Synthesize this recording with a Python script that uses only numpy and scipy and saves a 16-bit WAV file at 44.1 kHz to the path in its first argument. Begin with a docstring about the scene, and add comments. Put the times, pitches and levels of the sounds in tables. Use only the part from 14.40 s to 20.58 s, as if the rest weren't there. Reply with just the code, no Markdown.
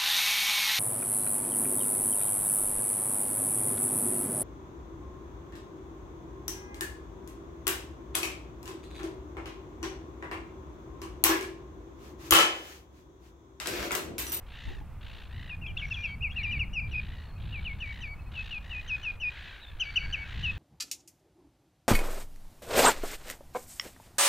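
"""Shorebirds at the edge of a bay. It opens on low wind over a faint wash of ripples on a shell beach,
with terns giving harsh, reedy rolls behind; in the first half second the camera takes a few soft knocks.
About a second in, waders step forward, piping clear falling whistles; a few early ones crack upward
in register. Small birds' peeps and thin high buzzes soon join farther off. The piping carries on in runs
over the terns and the gusts, with a faint ring behind the waders' late yelps."""
import sys
import numpy as np
from scipy import signal
from scipy.fft import rfft, irfft, next_fast_len
from scipy.io import wavfile
from scipy.ndimage import map_coordinates

SR = 44100
rng = np.random.default_rng(int(sys.argv[2]) if len(sys.argv) > 2 else 0)


def log_audio(samples):
    """Write samples as a 16-bit WAV file to the path given in sys.argv[1]."""
    # one column per channel
    frames = np.atleast_2d(samples).T
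    # limit to full scale, then quantise
    limited = np.clip(frames, -1, 1)
    pcm = np.round(limited * 32767).astype(np.int16)
    wavfile.write(sys.argv[1], SR, pcm)


N = 272538

# the wind's gust envelope: (time [s], strength [dB])
GUSTS = [(0.0, -53), (0.55, -42.5), (0.86, -49.5), (0.98, -39.5), (1.13, -45.5), (1.24, -35.5), (1.44, -41),
         (2.62, -36.5), (2.86, -45), (3.05, -40), (4.89, -48), (5.27, -58), (5.33, -47), (5.44, -54),
         (5.66, -37), (5.85, -45), (6.04, -36.5), (6.18, -39.5)]
# spectrum of the wind's sub rumble: (frequency [Hz], density [dB])
SUB_RUMBLE = [(12, -7), (25, -1), (55, -2), (75, -12.5), (110, -33.5), (200, -68.5)]
# spectrum of the wind's upper rumble: (frequency [Hz], density [dB])
UPPER_RUMBLE = [(35, -25), (60, -0.5), (80, 0.5), (115, -5.5), (160, -11.5), (220, -19.5), (320, -30.5),
                (600, -46), (2000, -89)]
# spectrum of ripples on the shell beach: (frequency [Hz], density [dB])
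RIPPLE_WASH = [(60, -10), (250, 0), (550, -1.5), (900, .5), (1250, -1.5), (1700, -7), (2500, -8.5),
               (4000, -22), (9000, -42)]
# reverb of the open shore: (frequency [Hz], t60 [s])
SHORE_DECAY = [(300, 0.39), (2500, 0.36), (8000, 0.27)]
# puffs of air across the microphone ports: (time [s], half width [s], level [dB])
AIR_PUFFS = [(.29, 0.018, -34), (.40, 0.059, -43), (.70, .059, -44.5), (4.14, 0.038, -55)]
# spectrum of a puff: (frequency [Hz], density [dB])
PUFF_COLOUR = [(15, -3), (50, 8.5), (110, -13.5), (250, -17.5), (700, -35.5), (2000, -54)]
# soft knocks on the camera body: (time [s], pitch [Hz], t60 [s], level [dB])
BODY_KNOCKS = [(.274, 888, 0.074, -54.5), (0.303, 369, 0.088, -51.5), (.306, 807, 0.079, -56.5),
               (0.358, 383, 0.086, -60), (0.403, 302, 0.053, -50.5), (.41, 840, 0.04, -47.5)]
# thin high buzzes, and a faint 4.5 kHz ring behind the waders' late yelps:
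# (time [s], length [s], pitch [Hz], arch [Hz], sweep of each chirp [share of pitch], level [dB])
BUZZES_AND_RING = [(1.438, .23, 5890, 267, .13, -62), (2.75, 0.23, 4300, 59, .03, -66.5),
                   (3.8, 0.1, 4260, 60, .03, -71), (5.479, 0.26, 4520, 51.2, 0.013, -56.5)]
# short clean whistles, small birds' peeps and the arched tail of one wader's note:
# (time [s], length [s], pitch [Hz], glide [Hz], level [dB])
SHORT_WHISTLES = [(1.416, .046, 2245, -130, -39), (1.805, .033, 2560, 92, -44.5),
                  (1.983, 0.032, 4250, 5, -55), (2.549, 0.055, 2510, -100, -32.5),
                  (2.955, 0.035, 2530, 0, -59), (3.762, 0.064, 2590, 3, -62),
                  (3.856, .042, 2550, -47, -60.5), (5.205, 0.045, 3990, 88, -55.5),
                  (5.223, 0.036, 3760, -200, -53.5), (5.266, 0.042, 3610, -67, -55),
                  (5.815, 0.062, 2600, -9, -52.5)]
# the terns' voices by name: (pitch [Hz], roll rate [1/s], nasal resonance [dB], rasp [0-1])
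TERN_VOICES = {"nasal": (1008, 60.5, 2.54, .3), "dry": (934.5, 59, -6.5, 0.69),
               "hoarse": (877, 59, 1, 0.484), "deep": (818, 95, 12.3, 0.42)}
# resonances of a tern's throat: (frequency [Hz], gain [dB])
TERN_THROAT = [(500, -28), (950, -17), (1350, 5), (2100, 4), (2800, 3), (3800, 1), (4400, -7), (5000, -17),
               (7200, -23.5), (8500, -35), (12000, -58)]
# rolling tern calls: (time [s], length [s], voice [name], level [dB], treble [dB])
TERN_CALLS = [(0.064, 0.29, "dry", -51.5, -3), (0.129, 0.28, "nasal", -50, 6.5),
              (0.608, 0.28, "dry", -50, -0.5), (0.89, 0.28, "nasal", -50, -2.5),
              (1.355, 0.39, "hoarse", -53.5, 4.5), (1.925, 0.29, "nasal", -51, -2.5),
              (2.471, 0.29, "dry", -53, -11.5), (2.611, 0.31, "nasal", -54, 1.5),
              (2.979, .4, "dry", -53, -9), (3.384, .31, "nasal", -49, 2), (3.916, .28, "dry", -47, 0),
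              (4.205, 0.34, "nasal", -50.5, 4), (4.456, 0.31, "hoarse", -51, 4),
              (4.812, .4, "nasal", -51.5, 3), (4.899, 0.32, "hoarse", -47.5, -1.5),
              (5.119, 0.34, "hoarse", -56.5, -7), (5.399, 0.2, "hoarse", -47, 2),
              (5.501, .5, "deep", -50, 8.5), (5.802, 0.4, "nasal", -50.5, -3),
              (5.868, .31, "dry", -46.5, 2)]
# wader notes that crack upward: (time [s], low length [s], high length [s], low start [Hz], low end [Hz],
# high start [Hz], high target [Hz], low level [dB], high level [dB])
CRACKED_NOTES = [(1.26, 0.0073, 0.052, 2550, 2770, 3360, 2630, -31.5, -51.5),
                 (1.367, 0.0093, 0.087, 2550, 2890, 3630, 2240, -27.5, -40),
                 (1.506, 0.025, 0.029, 2780, 2500, 3480, 2700, -32, -44.5),
                 (1.631, .032, .068, 2880, 2530, 3360, 3050, -34, -54.5),
                 (1.893, 0.023, .022, 2480, 2900, 3310, 3200, -42.5, -49.5)]
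# a wader's throat and beak, favouring the tail pitch and the crest's overtone: (frequency [Hz], gain [dB])
WADER_THROAT = [(2150, -2.5), (2500, 1.5), (2800, -1.5), (3100, -7), (4500, -30), (5100, -37), (5650, -33),
                (5900, -27.5), (6150, -26.5)]
# the waders' piping notes, ahead of the throat; with a negative accent the note swells in:
# (time [s], length [s], crest [Hz], tail [Hz], fall time [s], level [dB], accent [dB], brightness [dB])
PIPED_NOTES = [(1.088, 0.0666, 2830, 2490, 0.012, -43.5, 1.5, -1),
               (1.212, .11, 2840, 2397, 0.021, -45.5, 1, -4), (1.544, .098, 2900, 2415, .013, -42.5, 2, -3),
               (1.64, .115, 2500, 2274, 0.018, -41.5, 3.5, 3.5),
               (1.819, .07, 2830, 2220, 0.027, -35, 3.5, -10),
               (1.957, 0.075, 2830, 2254, .028, -35.5, 1, -4),
               (2.027, 0.095, 2900, 2406, 0.014, -35.5, 3, 0.5),
               (2.107, 0.078, 2970, 2313, 0.023, -35, 2.5, -2.5),
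               (2.189, 0.059, 2884, 2150, .024, -35.5, 6, -4.5),
               (2.329, 0.075, 2930, 2330, 0.034, -31.5, -7.5, 1),
               (2.389, 0.095, 2756, 2390, 0.016, -42.5, 2, 1.5),
               (2.51, 0.048, 2930, 2355, .019, -34.5, -8, -1),
               (3.117, 0.088, 2910, 2320, 0.026, -41.5, -1.5, -14),
               (3.245, 0.095, 2990, 2230, 0.023, -39, 3.5, -15),
               (3.398, .13, 3010, 2270, 0.025, -40.5, 3.5, -1),
               (3.607, 0.14, 3096, 2270, 0.024, -43, 3, 6.5),
               (3.941, 0.083, 2990, 2600, 0.016, -38, -2.5, -10),
               (4.105, 0.083, 2930, 2503, 0.023, -38.5, 2, -4),
               (4.299, 0.11, 2970, 2510, 0.021, -41, 3, -6), (4.473, 0.091, 3180, 2534, .016, -32, -7, 5.5),
               (4.622, 0.094, 3030, 2483, 0.024, -35, -4, 0), (4.798, 0.1025, 3040, 2487, 0.02, -34, -1, 5),
               (5.396, .118, 3133, 2298, 0.023, -39.5, 15.5, 4),
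               (5.557, 0.11, 3013, 2270, 0.016, -40.5, 20.5, 3.5),
               (5.724, 0.12, 3090, 2260, 0.015, -39, 12, 1.5),
               (6.029, 0.085, 3030, 2598, 0.019, -31.5, 2.5, -3)]


def amp(db):
    """Decibels to gain."""
    return 10 ** (np.asarray(db) / 20)


def unit(x):
    """x at rms 1."""
    return x / np.sqrt(np.mean(x ** 2) + 1e-20)


def along(points, hz):
    """Read a curve of (frequency [Hz], value) points on a log axis."""
    f, v = np.transpose(points)
    return np.interp(np.log(hz + 1), np.log(f + 1), v)


def clock(length):
    """Sample times of one sound."""
    return np.arange(max(int(length * SR), 16)) / SR


def wobble(t, rate):
    """A smooth random modulator over the times t, rate knots a second."""
    return map_coordinates(rng.standard_normal(4096), [t * rate], mode="wrap")


def bell(x, width):
    """A bell curve of height 1 around x = 0."""
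    return np.exp(-(x / width) ** 2)


def cycles(rate):
    """Cycles completed at a changing rate."""
    return np.cumsum(rate) / SR


def add(track, s, sound):
    """Mix a sound into the track at time s."""
    i = int(np.clip(s * SR, 0, N - 1))
    track[i:i + len(sound)] += sound[:N - i]


def filtered(x, response):
    """EQ x with a gain that is a function of frequency."""
    size = next_fast_len(N + 8192)
    return irfft(rfft(x, size) * response(np.fft.rfftfreq(size, 1 / SR)), size)[..., :N]


def rush(spectrum, side_db):
    """Coloured stereo noise of rms 1; side_db sets the width."""
    mid, side = filtered(rng.standard_normal((2, N)), lambda hz: amp(along(spectrum, hz)))
    return unit(np.array([mid + amp(side_db) * side, mid - amp(side_db) * side]))


def ripples():
    """The bed: a faint, even wash of water lapping on shells."""
    t = np.arange(N) / SR
    lapping_db = .5 * wobble(t, 3) + .5 * wobble(t, 12)
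    return amp(-58.5 + lapping_db) * rush(RIPPLE_WASH, side_db=-48.5)


def wind(sub_follows=0.54, upper_db=-1.48, eddy_db=1.5, eddies_per_s=9):
    """One gust envelope rides two rumbles, the sub less deeply; each has eddies of its own."""
    t = np.arange(N) / SR
    strength_db = np.interp(t, *np.transpose(GUSTS))
    mean_db = strength_db.mean()
    gust_db = strength_db - mean_db
    sub = amp(sub_follows * gust_db + eddy_db * wobble(t, eddies_per_s)) * rush(SUB_RUMBLE, side_db=-12)
    upper = amp(upper_db + gust_db + eddy_db * wobble(t, eddies_per_s)) * rush(UPPER_RUMBLE, side_db=-45)
    return amp(mean_db) * (sub + upper)


def ticking(tick_hz=8230, ticks_per_s=12.2, db=-78.0):
    """A very faint, high ticking that comes and goes."""
    t = np.arange(N) / SR
    from_tick_s = ((t * ticks_per_s + 0.14 * wobble(t, 8)) % 1 - .5) / ticks_per_s
    return amp(db + 3 * wobble(t, 2.8)) * bell(from_tick_s, 0.0032) * np.sin(2 * np.pi * tick_hz * t)


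def puffs():
    """Brief eddies brush each microphone port separately: low, wide bursts of noise."""
    t = np.arange(N) / SR
    strength = sum(amp(db) * np.exp(-.5 * ((t - s) / width) ** 2) for s, width, db in AIR_PUFFS)
    return strength * rush(PUFF_COLOUR, side_db=2.5)


def knocks(attack_s=0.018):
    """Each knock rings briefly in the camera body and reaches the two ports differently."""
    out, t = np.zeros((2, N)), clock(.15)
    for s, hz, t60, db in BODY_KNOCKS:
        ring = amp(db + 20 - 60 * t / t60) * (1 - np.exp(-t / attack_s))  # 20 dB of make-up gain
        for port in out:
            add(port, s, ring * np.sin(2 * np.pi * hz * t + 1.1 * wobble(t, 196)))
    return out


def shore_reverb(x):
    """The open shore scatters a short tail, nearly the same at both ears."""
    hz, t, noise = signal.stft(rng.standard_normal((2, SR // 2)), SR, nperseg=256)
    decay = amp(-60 * t / along(SHORE_DECAY, hz)[:, None])
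    mid, side = signal.istft(noise * decay, SR, nperseg=256)[1]
    tail = np.array([mid + 0.14 * side, mid - 0.072 * side]) / np.linalg.norm(mid)
    return signal.fftconvolve(x[None], tail, axes=1)[:, :N]


def placed(x, pan_db, wet_db):
    """A distant source with a send to the shore reverb, pan_db louder on the left."""
    return (x + amp(wet_db) * shore_reverb(x)) * amp([[pan_db / 2], [-pan_db / 2]])


def whistle(t, hz, db, overtone_db, rise=0.0065, release=0.004, jitter=0.011, flutter_db=0.0):
    """A nearly pure syrinx tone, slightly unsteady; the overtones shimmer at a level of their own."""
    phase = 2 * np.pi * cycles(hz * (1 + jitter * wobble(t, 350)))
    overtones = np.sin(2 * phase) + amp(-34.5) * np.sin(3 * phase)
    overtones *= amp(overtone_db + 2.5 * wobble(t, 102))
    fundamental = amp(db + flutter_db * wobble(t, 200)) * np.sin(phase)
    gate = np.clip(t / rise, 0, 1) * np.clip((t[-1] - t) / release, 0, 1)
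    return np.sqrt(2) * gate * (fundamental + overtones)


def arched(t, hz, arch_hz, db, jitter, flutter_db):
    """A whistle that rises and sinks again in pitch and level."""
    from_middle = t / t[-1] - .5
    swell = np.cos(np.pi * from_middle).clip(0) ** 0.26
    pitch = hz - arch_hz * (2 * from_middle) ** 2
    return swell * whistle(t, pitch, db, db - 32.5, jitter=jitter, flutter_db=flutter_db)


def buzzes_and_ring(chirps_per_s=71, chop_depth=0.78):
    """A high tone chopped into quick, uneven rising chirps; with hardly any sweep it is a faint ring."""
    out = np.zeros(N)
    for s, length, hz, arch_hz, sweep, db in BUZZES_AND_RING:
        t = clock(length)
        beat = cycles(chirps_per_s * (1 + 0.049 * wobble(t, 90))) % 1
        chop = 1 - chop_depth * np.cos(np.pi * beat) ** 2
        chirp_hz = hz * (1 + sweep * (beat - .5))
        add(out, s, chop * arched(t, chirp_hz, arch_hz, db, jitter=0.016, flutter_db=4.0))
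    return out


def short_whistles():
    """Small birds' peeps and the tail of one wader's note; the higher they are, the more they arch."""
    out = np.zeros(N)
    for s, length, hz, glide, db in SHORT_WHISTLES:
        t = clock(length)
        arch_hz = hz * .035 * (hz / 2500) ** 2
        add(out, s, arched(t, hz + glide * (t / length - .5), arch_hz, db, jitter=0.0054, flutter_db=2.6))
    return out


def terns(slowing=.1, sag=.15, scoop=.245, nasal_hz=1850, nasal_width_hz=400,
          attack_s=0.04, release_s=0.06, fade_db=12.0):
    """A reedy voice broken into rolls; pitch sags and the rolls slow at both ends of a call."""
    out = np.zeros(N)
    harmonics = np.arange(1, 11)[:, None]
    for s, length, voice_name, db, treble_db in TERN_CALLS:
        pitch, roll_rate, nasal_db, rasp = TERN_VOICES[voice_name]
        t = clock(length)
        slack = (2 * t / t[-1] - 1) ** 2  # 1 at the ends, 0 in mid-call
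        beat = cycles(roll_rate * (1 - slowing * slack) * (1 + .035 * wobble(t, 50))) % 1
        # every roll scoops up to the pitch, holds it and shuts
        hz = pitch * (1 - sag * slack ** 1.3) * (1 - scoop * np.exp(-(beat / .21) ** 1.557))
        hz *= 1 + 0.01343 * wobble(t, 89.7) + 0.1237 * rasp * wobble(t, 900)
        gate = np.interp(beat, [0, .08, .25, .55, .76, 1], [.07, .65, 1, .9, .25, .07])
        partial_hz = harmonics * hz
        eq_db = along(TERN_THROAT, partial_hz) + nasal_db * bell(partial_hz - nasal_hz, nasal_width_hz)
        eq_db += treble_db * np.clip((partial_hz - 4300) / 1200, 0, 1)
        # the harmonics stray in phase, more so in a raspy voice, and flutter in level
        stray = np.array([wobble(t, 250) for _ in harmonics]) * (.1 + 1.6 * rasp)
        flutter_db = 1.6 * np.array([wobble(t, 80) for _ in harmonics])
        phases = 2 * np.pi * harmonics * cycles(hz) + stray
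        voice = np.sum(amp(eq_db + flutter_db) * np.cos(phases), axis=0)
        declick = np.clip(np.minimum(t, t[-1] - t) / 0.0015, 0, 1)
        fades = np.exp(-t / attack_s) + np.exp((t - length) / release_s)
        add(out, s, unit(voice * gate) * declick * amp(db - fade_db * fades + wobble(t, 70)))
    return out


def slide(t, start_hz, end_hz, fall):
    """A pitch bend that leaves its start gently and settles within about two fall times."""
    return end_hz + (start_hz - end_hz) * np.exp(-(np.maximum(t, 0) / fall) ** 1.487)


def wader_cracks(overtone_db=-29.0, fall_s=.037, fade_db_per_s=51):
    """A wader's voice starts low, then jumps to a higher register and slides down, fading."""
    out = np.zeros(N)
    for s, low_s, high_s, low_start, low_end, high_start, high_end, low_db, high_db in CRACKED_NOTES:
        t = clock(low_s + 0.0035)  # the two registers overlap briefly
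        hz = low_start + (low_end - low_start) * t / t[-1]
        add(out, s, whistle(t, hz, low_db, low_db + overtone_db, rise=0.0094, release=0.006))
        t = clock(high_s)
        hz = slide(t, high_start, high_end, fall_s)
        db = high_db - fade_db_per_s * t
        add(out, s + low_s, whistle(t, hz, db, db + overtone_db, rise=0.00062, flutter_db=3.5))
    return out


def wader_piping(crest_s=0.01, fade_db_per_s=21, fade_pivot_s=0.051, waver_db=1.0):
    """The lead: each whistle flicks up to a crest, slides down to a held tail and droops as it stops."""
    out = np.zeros(N)
    for s, length, crest_hz, tail_hz, fall, db, accent_db, bright_db in PIPED_NOTES:
        t = clock(length)
        since_crest = t - crest_s
        flick = 1 - .1576 * np.maximum(1 - t / crest_s, 0) ** 2
        undershoot = 1 - .02 * bell(since_crest - 2.4 * fall, .016)
        droop = 1 - .13 * np.exp((t - length) / .003)
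        hz = slide(since_crest, crest_hz, tail_hz, fall) * flick * undershoot * droop
        # a hard accent breaks the voice before the tail, lifts the overtone and sharpens the attack
        force_db = max(accent_db, 0)
        accent = bell(since_crest - .33 * fall, .019)
        break_db = .75 * force_db * bell(since_crest - 1.85 * fall, .011)
        held_db = db - fade_db_per_s * (t - fade_pivot_s) + waver_db * wobble(t, 53.4)
        tone_db = held_db + accent_db * accent - break_db + along(WADER_THROAT, hz)
        lift_db = force_db * np.maximum(accent, .55)
        overtone_db = held_db + bright_db + lift_db + along(WADER_THROAT, 2 * hz)
        rise = 0.014 / (1 + force_db / 9)
        add(out, s, whistle(t, hz, tone_db, overtone_db, rise, release=.007, jitter=.005, flutter_db=0.4))
    return out


def scene():
    """The mix: piping up front and a little left, terns and small details behind, over water and wind."""
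    waders = placed(wader_piping() + wader_cracks(), pan_db=2.33, wet_db=-14.0)
    backdrop = placed(terns() + short_whistles() + buzzes_and_ring(), pan_db=.8, wet_db=-16)
    return waders + backdrop + ticking() + ripples() + wind() + puffs() + knocks()


def record(dry, hiss_db=-70.5, top_hz=15750):
    """Each microphone adds its own hiss; a brick-wall low-pass cuts the very top."""
    hiss = amp(hiss_db) * rng.standard_normal((2, N))
    return filtered(dry + hiss, lambda hz: hz < top_hz)


dry = scene()
out = record(dry)
log_audio(out)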